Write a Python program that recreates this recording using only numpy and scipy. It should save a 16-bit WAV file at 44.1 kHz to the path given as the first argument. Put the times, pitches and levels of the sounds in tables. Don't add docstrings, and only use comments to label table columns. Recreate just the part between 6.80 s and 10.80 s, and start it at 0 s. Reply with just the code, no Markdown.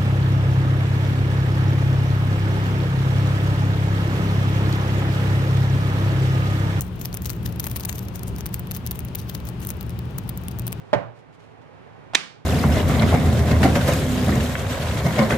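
import sys
import numpy as np
from scipy.fft import rfft, irfft, next_fast_len
from scipy.io import wavfile
from scipy.ndimage import map_coordinates

SR = 44100
rng = np.random.default_rng(int(sys.argv[2]) if len(sys.argv) > 2 else 0)


def output_pcm(signal):
    pcm = np.clip(np.atleast_2d(signal).T, -1, 1) * 32767
    wavfile.write(sys.argv[1], SR, np.round(pcm).astype(np.int16))


N = 176400
CONTACT_SAMPLES, LEAD_S = 8192, .06
TOP_HZ = 16400


def amp(db):
    return 10 ** (np.asarray(db) / 20)


def unit(x):
    return x / np.sqrt(np.mean(x ** 2) + 1e-20)


def along(points, hz):
    knot_hz, values = np.transpose(points)
    return np.interp(np.log(hz + 1), np.log(knot_hz + 1), values)


def wobble(rate, size=N):
    knots = rng.standard_normal(int(size * rate / SR) + 4)
    return map_coordinates(knots, [np.arange(size) * rate / SR])


def filtered(x, gain):
    n = x.shape[-1]
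    half = next_fast_len(n)
    m = 2 * half
    cepstrum = irfft(np.log(np.maximum(gain(np.fft.rfftfreq(m, 1 / SR)), 1e-6)), m)
    cepstrum[..., 1:half] *= 2
    cepstrum[..., half:] = 0
    return irfft(rfft(x, m) * np.exp(rfft(cepstrum)), m)[..., :n]


def pan(db):
    return amp(np.array([[1], [-1]]) * db)


def add(out, x, s):
    start = round(s * SR)
    out[:, max(start, 0):start + x.shape[-1]] += x[:, max(-start, 0):N - start]


def wash(spectrum, alike):
    mid, side = filtered(rng.standard_normal((2, N)), lambda hz: amp(along(spectrum, hz)))
    turn = np.arccos(alike) / 2
    return unit(np.cos(turn) * mid + np.sin(turn) * np.array([side, -side]))


def swell(rise_s, fall_s):
    t = np.arange(CONTACT_SAMPLES) / SR - LEAD_S
    return np.exp(np.minimum(t / rise_s, -t / fall_s))


def crackle(rise_s, fall_s, grains_per_s=7000, spread_db=16, clumps_per_s=350, clump_db=3.5):
    n = CONTACT_SAMPLES
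    clumps = unit(amp(clump_db * wobble(clumps_per_s, n)))
    hits = (rng.random(n) < grains_per_s / SR) * amp(rng.uniform(-spread_db, spread_db, n))
    polarity = np.sign(rng.standard_normal(n))
    grains = unit(hits * (polarity + .5 * rng.standard_normal((2, n))))
    return swell(rise_s, fall_s) * clumps * grains


def shell(x, full_db, full_below_hz=8500, ripple_db=2.8, ripple_hz=2300, right_lag_s=.00022):
    # frequency in Hz, relative gain in dB.
    left_colour = [(500, -1), (1900, 1), (4800, -1), (6400, 1.5), (7700, -3), (11300, 1), (14800, 8)]
    right_colour = [(1500, -6.5), (5500, -15), (9200, -4), (11200, 0), (12700, 3.5), (15500, 1.5)]
    knots = rng.standard_normal(100)

    def gain(hz):
        ports_db = np.array([along(left_colour, hz), along(right_colour, hz)])
        spot_db = ripple_db * map_coordinates(knots, [hz / ripple_hz])
        shelf_db = full_db / (1 + (hz / full_below_hz) ** 10)
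        return unit(amp(ports_db + spot_db + shelf_db) / (1 + (hz / TOP_HZ) ** 60))
    left, right = filtered(x, gain)
    return np.array([left, np.roll(right, round(right_lag_s * SR))])


def air():
    # frequency in Hz, relative density in dB.
    spectrum = [(900, 5), (2150, -5), (2480, -4), (2850, -4), (7800, -23), (15000, -26)]
    return amp(-44.5) * wash(spectrum, alike=.057) * pan(2.5)


def hum(waver_db=3, drift_rad=.41):
    # frequency in Hz, level in dB.
    tones = [(118.4, -38.5), (177.6, -42)]
    t = np.arange(N) / SR
    out = np.zeros(N)
    for hz, db in tones:
        waver = amp(waver_db * wobble(7))
        phase = 2 * np.pi * hz * t + drift_rad * wobble(6.03)
        out += amp(db) * unit(waver * np.sin(phase))
    return out


def distance():
    # frequency in Hz, relative density in dB.
    spectrum = [(28, -27), (62, 0.5), (125, -0.5), (148, -5), (195, -4.5), (250, -14.5), (400, -17),
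                (1500, -59)]
    # peak time in seconds, half length in seconds, rise in dB.
    swells = [(0.67, 0.11, 3.5), (1.528, 0.035, 5.5)]
    t = np.arange(N) / SR
    breeze_db = sum(db * np.exp(-np.square((t - s) / half)) for s, half, db in swells)
    low = hum() + amp(-31.5) * wash(spectrum, alike=.85)
    return low * amp(breeze_db) * pan(.75)


def claws(count=80):
    out = np.zeros((2, N))
    for s in rng.random(count) * N / SR:
        tick = shell(crackle(rise_s=.0015, fall_s=.003), full_db=3)
        add(out, amp(rng.normal(-43, 3.5)) * tick, s - LEAD_S)
    return out


def scrapes():
    # peak time in seconds, relative level in dB.
    strokes = [(0.019, -34.5), (0.216, -38), (0.252, -34), (0.345, -41), (0.465, -38), (0.503, -33),
               (0.66, -34), (0.692, -45.5), (0.843, -32), (0.914, -35.5), (0.966, -32), (1.006, -40.5),
               (1.093, -31), (1.154, -39), (1.183, -39.5), (1.229, -41), (1.356, -37.5), (1.479, -39.5),
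               (1.589, -42.5), (1.744, -36.5), (1.949, -35), (2.071, -44), (2.155, -40), (2.391, -33),
               (2.494, -34), (2.549, -35.5), (2.672, -37.5), (2.832, -35.5), (2.891, -36), (3.874, -40)]
    out = np.zeros((2, N))
    for s, db in strokes:
        scrape = crackle(rise_s=.0048, fall_s=.006)
        rustle = amp(-14) * crackle(rise_s=.015, fall_s=.03)
        add(out, amp(db + 4.5) * shell(scrape + rustle, full_db=3), s - LEAD_S)
    return out


def snaps():
    # time in seconds, level in dB (energy spread over 2.5 ms),
    # fullness of the lower treble and below in dB.
    cracks = [(0.009, -21, -5), (0.214, -30, 2), (0.251, -31, 5), (0.256, -23, -2), (0.329, -34, 11),
              (0.343, -25, 3), (0.349, -29, -2), (0.373, -31, 2), (0.421, -31, 0), (0.457, -26, 7),
              (0.461, -24, 0), (0.496, -27, 7), (0.502, -24, 0), (0.533, -36, 6), (0.662, -28, 4),
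              (0.798, -21, -1), (0.802, -22, -1), (0.842, -26, 4), (0.858, -33, 2), (0.868, -23, 1),
              (0.872, -25, 2), (0.899, -35, 6), (0.914, -29, 2), (0.961, -25, 4), (0.966, -23, -2),
              (0.998, -28, -2), (1.008, -30, 4), (1.036, -33, 5), (1.051, -24, 6), (1.055, -21, -3),
              (1.095, -25, 6), (1.128, -28, 4), (1.359, -30, 0), (1.394, -36, 4), (1.434, -29, -1),
              (1.563, -36, 4), (1.608, -30, 3), (1.659, -26, 1), (1.664, -25, -4), (1.743, -20, -6),
              (1.795, -27, -3), (1.872, -37, 0), (1.912, -25, -2), (1.917, -27, 2), (1.965, -29, -2),
              (1.969, -29, -4), (2.065, -24, -4), (2.073, -28, -2), (2.111, -21, -4), (2.116, -26, -1),
              (2.192, -25, -3), (2.25, -32, -4), (2.35, -29, 1), (2.352, -27, -3), (2.355, -22, -2),
              (2.497, -29, 8), (2.551, -29, 3), (2.689, -29, -1), (2.805, -39, -3), (2.85, -31, 0),
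              (2.871, -24, -8), (2.904, -23, -4), (2.91, -33, 3), (3.01, -30, -1), (3.029, -37, -4),
              (3.095, -37, 1), (3.191, -31, 0), (3.383, -23, -7), (3.386, -28, 0), (3.493, -25, -5),
              (3.496, -29, -2), (3.575, -28, -2), (3.637, -40, 3), (3.684, -26, -1), (3.788, -29, -3),
              (3.796, -28, -4), (3.868, -25, -2), (3.879, -24, -2), (3.923, -30, 4), (3.928, -25, -1)]
    out = np.zeros((2, N))
    impulse = np.arange(CONTACT_SAMPLES) == round(LEAD_S * SR)
    energy_scale = np.sqrt(.0025 * SR / CONTACT_SAMPLES)
    for s, db, full_db in cracks:
        noise = (rng.standard_normal(CONTACT_SAMPLES) + rng.standard_normal((2, CONTACT_SAMPLES))) / 2
        burst = .7 * noise * swell(rise_s=.00022, fall_s=.0004)
        settling = .07 * crackle(rise_s=.002, fall_s=.004)
        snap = unit(shell(impulse + burst + settling, full_db))
        add(out, amp(db) * energy_scale * snap, s - LEAD_S)
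    return out


def scene():
    return snaps() + scrapes() + claws() + distance() + air()


def record(dry):
    m = 2 * next_fast_len(N)
    hz = np.fft.rfftfreq(m, 1 / SR)
    return irfft(rfft(dry, m) / (1 + (hz / TOP_HZ) ** 120), m)[:, :N]


dry = scene()
out = record(dry)
output_pcm(out)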